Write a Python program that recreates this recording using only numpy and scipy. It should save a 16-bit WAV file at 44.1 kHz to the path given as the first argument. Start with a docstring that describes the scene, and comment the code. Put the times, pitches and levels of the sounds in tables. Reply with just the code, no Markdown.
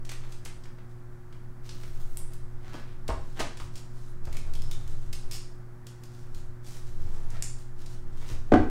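"""A small, lively room, one microphone on a stand close to a cloth-covered desk.
A trading card is eased into a soft sleeve, then shoved into a rigid plastic holder. The thin film ticks,
rubs and squeaks; the holder's stiff walls click and chatter. Knocks ring the desk and thump up the stand,
which also sways as the arms move. Behind it all, an appliance hums over the rush of its fan."""
import sys
import numpy as np
from scipy import signal
from scipy.fft import rfft, irfft, next_fast_len
from scipy.io import wavfile
from scipy.ndimage import map_coordinates

SR = 44100
rng = np.random.default_rng(int(sys.argv[2]) if len(sys.argv) > 2 else 0)


def bounce(signal):
    """Save signal as a 16-bit WAV file at the path given by the first command-line argument."""
    frames = np.transpose(np.atleast_2d(signal))
    limited = np.clip(frames, -1, 1)
    pcm = np.round(limited * 32767).astype(np.int16)
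    wavfile.write(sys.argv[1], SR, pcm)


N = 383650

# Levels are relative within each table.
# card and soft sleeve ticking: start_s, level_db, body_db, air_db
SLEEVE_TICKS = [(0.0494, -41, -15, -22.5), (0.0915, -31.5, -11.5, -24.5), (0.1158, -33, -4, -15.5),
                (0.3214, -41, -16.5, -23.5), (0.4496, -36, -18.5, -18.5), (0.4575, -34, -3, -18),
                (0.636, -46, -16.5, -30), (0.6539, -44.5, 7, -13.5), (0.784, -48, 1.5, -37),
                (1.3254, -47, -2.5, -22.5), (1.691, -36, -16.5, -32), (1.8334, -40.5, -2.5, -20),
                (2.3337, -43, -13.5, -9), (3.0789, -31.5, -11, -21.5), (3.5713, -38.5, -11.5, -23),
                (3.7555, -38.5, -20, -24), (7.302, -43, -42.5, -23), (7.86, -41.5, -20, -23.5)]
# an edge flicking off a fingertip: start_s, level_db, centre_hz, width_hz, air_db
EDGE_FLICKS = [(2.171, -32.5, 8570, 2400, 12.5), (7.4235, -26, 6590, 3400, 3)]
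# tone of thin plastic: frequency_hz, level_db
PLASTIC_TONE = [(200, -6), (1000, -8), (2500, -4.5), (5000, -0.5), (8500, -5), (11000, -14), (15500, -19.5)]
# the stiff holder clicking: start_s, level_db, resonance_hz, ring_db
HOLDER_CLICKS = [(4.2518, -50.5, 4710, 6.5), (4.3267, -45.5, 2206, 12.5), (4.3682, -41, 2324, 14),
                 (4.5354, -45.5, 4420, 7), (4.552, -45.5, 3220, 11), (4.619, -45, 5210, 7.5),
                 (4.7117, -39.5, 3566, 14), (4.728, -49.5, 3550, 15.5), (4.8759, -51.5, 3680, -13.5),
                 (5.128, -39, 5090, 9), (5.132, -41, 3780, -6.5), (5.8672, -46, 4630, -18.5),
                 (6.035, -50, 5000, 3.5), (6.3463, -50, 4170, 0.5)]
# resonances of the holder's walls: pitch_hz, width_hz, level_db
HOLDER_MODES = [(2570, 550, -9), (7000, 350, -4), (8870, 445, -8), (11270, 235, -10.5), (13080, 3600, 5.5)]
# card entering the sleeve, then the holder: start_s, end_s, start_db, end_db, start_hz, end_hz
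CARD_SLIDES = [(1.61, 2.193, -52, -58, 4470, 15500), (6.614, 7.203, -45.5, -62, 6500, 5900)]
# film slipping over plastic: peak_s, level_db, half_length_s
FILM_SLIPS = [(0.329, -58.5, 0.055), (0.906, -64, 0.0148), (2.32, -61.5, 0.0213), (3.31, -60, 0.11),
              (3.625, -50.5, 0.036), (3.767, -50, 0.0286), (4.006, -60.5, 0.091), (4.932, -61, 0.187),
              (6.157, -63, 0.161), (6.378, -59, 0.047), (7.599, -56, 0.032), (7.804, -56, 0.0356),
              (7.931, -53.5, 0.0337), (8.225, -56, 0.0734), (8.305, -47.5, 0.0327)]
# fingers rubbing the card: peak_s, level_db, half_length_s
FINGER_RUBS = [(0.13, -56.5, 0.059), (2.682, -49.5, 0.0533), (2.754, -46, 0.045), (2.889, -60, 0.081),
               (3.401, -34, 0.0266), (4.347, -52.5, 0.053), (7.345, -45.5, 0.037), (8.239, -51, 0.0394),
               (8.303, -43.5, 0.0137)]
# the sleeve squeaking: start_s, length_s, middle_pitch_hz, glide_hz_per_s, level_db
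SLEEVE_SQUEAKS = [(3.945, 0.082, 9230, -9000, -73.5), (4.066, 0.075, 9480, -9000, -69.5),
                  (7.18, 0.21, 9200, 2001, -72)]
# blows on the desk: start_s, level_db, hollow_hz, dull_above_hz, thump_db
DESK_KNOCKS = [(2.742, -35.5, 262, 1100, -16.5), (3.0884, -25.5, 659, 1040, -3), (3.101, -28, 962, 1090, 2),
               (3.396, -29.5, 250, 7500, -16.5), (3.403, -26, 675, 6000, -14.5),
               (3.599, -39.5, 1040, 5500, 4.5), (4.27, -41.5, 650, 1500, 8.5),
               (8.311, -44.5, 300, 1500, 15.5), (8.519, -10.5, 480, 780, -8.5),
               (8.536, -8.5, 312, 885, -19)]
# resonances of the desk top: pitch_hz, level_db, t60_s
DESK_MODES = [(222.4, 1, 0.26), (249.9, 2, 0.192), (317, 6, 0.137), (368, 1, 0.081), (499.5, -7, 0.13),
              (686.3, -2, 0.16), (736.6, -4, 0.198), (1540, -2.5, 0.049)]
# tone of a hard contact: frequency_hz, level_db
CLATTER_TONE = [(100, -54.5), (220, 9), (400, 6), (700, 3.5), (1200, 3), (2000, 1.5), (3000, 1), (8000, 0),
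                (15000, -13)]
# how hard the arms move: time_s, effort_db
ARM_EFFORT = [(0.3, -28), (0.85, -36), (1.55, -34), (1.95, -21.5), (2.3, -25.5), (2.6, -29.5),
              (2.95, -28.5), (3.3, -27), (3.85, -32), (4.55, -17.5), (5.28, -24), (5.6, -35), (6.05, -44),
              (6.35, -24), (6.6, -35.5), (7.1, -16.5), (7.7, -28.5), (8.6, -20.5)]
# partials of the appliance's motor: pitch_hz, level_db
MOTOR_HUM = [(119.7, -47), (162, -64.5), (239.5, -65), (359.6, -58.5)]
# rush of its fan: frequency_hz, level_db
FAN_TONE = [(20, 12), (90, 4), (125, 8.5), (170, 0.5), (260, -2), (420, -11), (800, -11), (1500, -12.5),
            (2000, -18.5), (2800, -30.5), (8000, -32.5), (15500, -37)]
# decay of the room: frequency_hz, t60_s
ROOM_DECAY = [(100, 0.408), (400, 0.368), (2000, 0.461), (6000, 0.439), (10000, 0.421), (15000, 0.0822)]
# echoes off near surfaces: delay_s, level_db
EARLY_ECHOES = [(.0063, -13), (0.0189, -19), (.019, -11)]
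# tones of sliding friction, the stand's thump and shake, and desk rumble: frequency_hz, level_db
FRICTION_TONE = [(150, 37), (2000, 9), (8500, 4), (10500, 0), (15500, 0.5)]
THUMP_TONE = [(20, 3), (45, 3), (100, 4.5), (170, -21), (500, -52), (4000, -100)]
SHAKE_TONE = [(5, 26), (13, 16.5), (25, -5), (45, -12.5), (90, -53.5)]
RUMBLE_TONE = [(20, -4), (50, -5), (90, -4), (125, -9.5), (170, -20), (300, -36), (700, -44), (2000, -106)]

FILM_HZ, SKIN_HZ, GRIP_HZ = 5780, 2093, 1190  # broad resonance of each kind of friction


def sleeve_ticks(crease_t60_s=0.03293, flick_t60_s=0.0083):
    """Soft creases tick without ringing, each with its own body and air; edges flick off a fingertip."""
    out = np.zeros(N)
    for start, db, body_db, air_db in SLEEVE_TICKS:
        tilt = [(2000, body_db + 16), (5500, 0), (12000, air_db + 24)]
        colour = lambda f: tone(PLASTIC_TONE, f) * tone(tilt, f)
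        add(out, start, amp(db - 1.5) * contact(colour, crease_t60_s))
    for start, db, hz, width, air_db in EDGE_FLICKS:
        tilt = [(2500, -2), (4300, -7.5), (6000, -6), (9000, 2), (12000, air_db + 0.5)]
        edge = lambda f: 0.236 + abs(resonance(f, hz, width)) ** 2
        colour = lambda f: edge(f) * tone(PLASTIC_TONE, f) * tone(tilt, f)
        add(out, start, amp(db + 12.5) * contact(colour, flick_t60_s))
    return out


def holder_clicks(t60_s=0.0243, grip_detune=0.019):
    """Clicks ring the holder's walls; the grip detunes them and sets which resonance leads."""
    out = np.zeros(N)
    for start, db, hz, ring_db in HOLDER_CLICKS + finger_chatter():
        shifts = 1 + grip_detune * rng.standard_normal(len(HOLDER_MODES))
        walls = lambda f: sum(amp(mode_db) * resonance(f, mode_hz * shift, width)
                              for (mode_hz, width, mode_db), shift in zip(HOLDER_MODES, shifts))
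        ring = lambda f: 1 + amp(ring_db) * resonance(f, hz, width_hz=191) + walls(f)
        add(out, start, amp(db + 7.5) * contact(lambda f: tone(PLASTIC_TONE, f) * ring(f), t60_s))
    return out


def finger_chatter(start_s=5.3114, count=7, gap_s=0.0092, first_db=-38, loss_db=1.3, hz=5320, ring_db=7.5):
    """A fingertip judders over the holder in nearly even, weakening slips: rows like HOLDER_CLICKS."""
    clicks = []
    for k, (late, sharp) in enumerate(rng.uniform(-1, 1, (count, 2))):
        slip_s = start_s + gap_s * (k + 0.15 * late * (k > 0))
        clicks.append((slip_s, first_db - loss_db * k, hz * (1 + 0.067 * sharp), ring_db))
    return clicks


def card_slides(seating_s=0.148, shove_hz=8, shove_db=2, attack_s=0.05, release_s=0.015):
    """The card's edge scrapes as it enters, then glides in shoves; the colour shifts as it goes deeper."""
    out = np.zeros(N)
    for start, end, start_db, end_db, start_hz, end_hz in CARD_SLIDES:
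        t = np.arange(int((end - start) * SR)) / SR
        remaining = t[-1] - t
        scrape_db = (start_db - end_db) * np.exp(-(t / seating_s) ** 2 / 2)
        db = end_db + scrape_db - shove_db * np.cos(2 * np.pi * shove_hz * remaining)
        fade = np.minimum(t / attack_s, 1) ** 2 * np.minimum(remaining / release_s, 1)
        blend = np.pi / 2 * t / t[-1]
        hiss = np.cos(blend) * friction(start_hz, len(t)) + np.sin(blend) * friction(end_hz, len(t))
        add(out, start, amp(db - 7) * fade * hiss)
    return out


def rubbing():
    """Bright film and dull skin strokes swell and fade; with grip and slides, they catch on tiny bumps."""
    out = grip_rustle() + card_slides()
    t = np.arange(SR // 2) / SR - 0.25
    for strokes, hz in ((FILM_SLIPS, FILM_HZ), (FINGER_RUBS, SKIN_HZ)):
        for peak, db, half_length in strokes:
            swell = np.exp(-(t / half_length) ** 2)
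            add(out, peak - 0.25, amp(db - 4.5) * swell * friction(hz, len(t)))
    bumps = amp(4 * wobble(500) + 1.6 * wobble(50))
    return out * unit(bumps)


def grip_rustle(skin_db=-44, film_db=-50.5):
    """The hands rustle faintly on the plastic as the arms move."""
    pressure = arm_effort() * amp(2 * wobble(12))
    return pressure * (amp(skin_db) * friction(GRIP_HZ) + amp(film_db) * friction(FILM_HZ))


def sleeve_squeaks(overtone_ratio=1.215, overtone_db=-5, sag_hz=200):
    """Stick and slip makes the film whistle at two gliding pitches that sag at both ends."""
    out, waver = np.zeros(N), 1 + 0.0025 * wobble(300)
    for start, length, middle_hz, glide, db in SLEEVE_SQUEAKS:
        position = np.linspace(-1, 1, int(length * SR))
        hz = middle_hz + glide * position * length / 2 - sag_hz * position ** 2
        phase = 2 * np.pi * np.cumsum(hz * waver[int(start * SR):][:len(hz)]) / SR
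        whistle = np.sin(phase) + amp(overtone_db) * np.sin(overtone_ratio * phase)
        add(out, start, amp(db) * np.sqrt(1 - position ** 2) * whistle)
    return out


def desk_knocks(clatter_t60_s=0.05, thump_t60_s=0.22):
    """Each blow clatters, rings the desk top and sends a low thump up the microphone stand."""
    out, t = np.zeros(N), np.arange(SR // 2) / SR
    onset = (1 - np.exp(-t / 0.00027)) ** 2
    for start, db, hollow_hz, dull_hz, thump_db in DESK_KNOCKS:
        soft = lambda f: 1 / np.sqrt(1 + (f / dull_hz) ** 3.736)
        hollow = lambda f: 1 + 2 * resonance(f, hollow_hz, hollow_hz / 3)
        clatter = contact(lambda f: tone(CLATTER_TONE, f) * soft(f) * hollow(f), clatter_t60_s)
        modes = sum(amp(mode_db - 60 * t / t60) * np.sin(2 * np.pi * (hz * t + rng.random()))
                    for hz, mode_db, t60 in DESK_MODES)
        ring = amp(db - 12) * onset * unit(modes)  # only heavy blows move the top much
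        thump = contact(lambda f: tone(THUMP_TONE, f), thump_t60_s, rise_s=0.00059)
        add(out, start, amp(db) * (amp(2.5) * clatter + ring + amp(thump_db) * thump))
    return out


def stand_sway(rocking_hz=12.5, sway_db=-2, rumble_db=-22.5):
    """Arm movements rock the microphone stand and rumble through the desk."""
    rocking = np.sin(2 * np.pi * np.cumsum(rocking_hz + 1.1006 * wobble(37)) / SR)
    sway = rocking + 0.357 * noise(lambda f: tone(SHAKE_TONE, f))
    rumble = noise(lambda f: tone(RUMBLE_TONE, f))
    jolts = amp(2.5 * wobble(12))
    return arm_effort() * (amp(sway_db) * sway + amp(rumble_db) * jolts * rumble)


def appliance(fan_db=-50):
    """In the background, a mains-driven motor hums over the rush of its fan."""
    hum, t = np.zeros(N), np.arange(N) / SR
    for hz, db in MOTOR_HUM:
        level = np.sqrt(2) * amp(db + 0.8 * wobble(4))
        hum += level * np.sin(2 * np.pi * hz * t + 0.054 * wobble(3))
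    return hum + amp(fan_db) * noise(lambda f: tone(FAN_TONE, f))


def room(direct, tail_db, build_s=0.0064):
    """Near surfaces echo first, then a diffuse tail; both vary every third of a second."""
    out, block = direct.copy(), SR // 3
    for first in range(0, N, block):
        part, start = direct[first:first + block], first / SR
        for delay, db in EARLY_ECHOES:
            add(out, start + delay * (1 + rng.normal(0, 0.04)), amp(db) * part)
        hz, t, bands = signal.stft(rng.standard_normal(SR // 2), SR, nperseg=256)
        decay = amp(-60 * t / along(ROOM_DECAY, hz)[:, None])
        _, tail = signal.istft(bands * decay * (1 - np.exp(-t / build_s)), SR, nperseg=256)
        add(out, start, amp(tail_db) * signal.fftconvolve(part, tail / np.linalg.norm(tail)))
    return out


def contact(response, t60_s, rise_s=0.001139):
    """A burst of micro-slips that dies quickly, evenly spread in frequency and then coloured."""
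    t = np.arange(SR // 2) / SR
    force = amp(-60 * t / t60_s) * (1 - np.exp(-t / rise_s))
    spectrum = rfft(force * rng.standard_normal(len(t)), SR)
    slips = irfft(spectrum / np.sqrt(abs(spectrum) + 1e-9), SR)[:len(t)]
    return unit(causal(slips, response)) * np.sqrt(np.mean(force ** 2))


def friction(hz, size=N):
    """The hiss of two surfaces sliding, with a broad resonance at hz."""
    return noise(lambda f: abs(resonance(f, hz, 1.316 * hz)) * tone(FRICTION_TONE, f), size)


def arm_effort():
    """How hard the arms move, as a gain for each sample."""
    times, db = np.transpose(ARM_EFFORT)
    return amp(np.interp(np.arange(N) / SR, times, db))


def amp(db):
    """Decibels to gain."""
    return 10 ** (np.asarray(db) / 20)


def unit(x):
    """Scale to rms 1."""
    return x / np.sqrt(np.mean(x ** 2) + 1e-20)


def along(points, hz):
    """Interpolate (frequency_hz, value) points on a log axis."""
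    frequencies, values = np.transpose(points)
    return np.interp(np.log(hz + 1), np.log(frequencies + 1), values)


def tone(points, hz):
    """Gain at hz of a (frequency_hz, level_db) curve."""
    return amp(along(points, hz))


def wobble(rate):
    """A smooth random curve, rate knots a second."""
    knots = rng.standard_normal(int(N * rate / SR) + 4)
    return map_coordinates(knots, [np.arange(N) * rate / SR])


def resonance(f, hz, width_hz):
    """A causal resonance of peak gain 1."""
    return 1j * f * width_hz / (hz * hz - f * f + 1j * f * width_hz)


def filtered(x, response):
    """Colour x by a frequency response."""
    size = next_fast_len(len(x) + SR // 2)
    return irfft(rfft(x, size) * response(np.fft.rfftfreq(size, 1 / SR)), size)[:len(x)]


def causal(x, response):
    """Colour x so that nothing sounds before its cause (minimum phase)."""
    size = 2 * len(x)
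    gain = abs(response(np.fft.rfftfreq(size, 1 / SR)))
    cepstrum = irfft(np.log(gain + 1e-6), size)
    cepstrum[1:len(x)] *= 2
    cepstrum[len(x):] = 0
    return irfft(rfft(x, size) * np.exp(rfft(cepstrum)), size)[:len(x)]


def noise(response, size=N):
    """Coloured noise of rms 1."""
    return unit(filtered(rng.standard_normal(size), response))


def add(track, start_s, sound):
    """Mix a sound in at start_s."""
    part = track[max(round(start_s * SR), 0):][:len(sound)]
    part += sound[:len(part)]


def scene():
    """The hands work in the open room; the knocks also travel straight up the stand, so they are drier."""
    hands = room(sleeve_ticks() + holder_clicks() + rubbing(), tail_db=-2.5)
    desk = room(desk_knocks(), tail_db=-4.5)
    return (hands + desk + sleeve_squeaks() + stand_sway() + appliance())[None]


def record(dry):
    """One microphone, into a recorder that keeps nothing above 15.8 kHz."""
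    return filtered(dry[0], lambda f: f < 15800)[None]


dry = scene()
out = record(dry)
bounce(out)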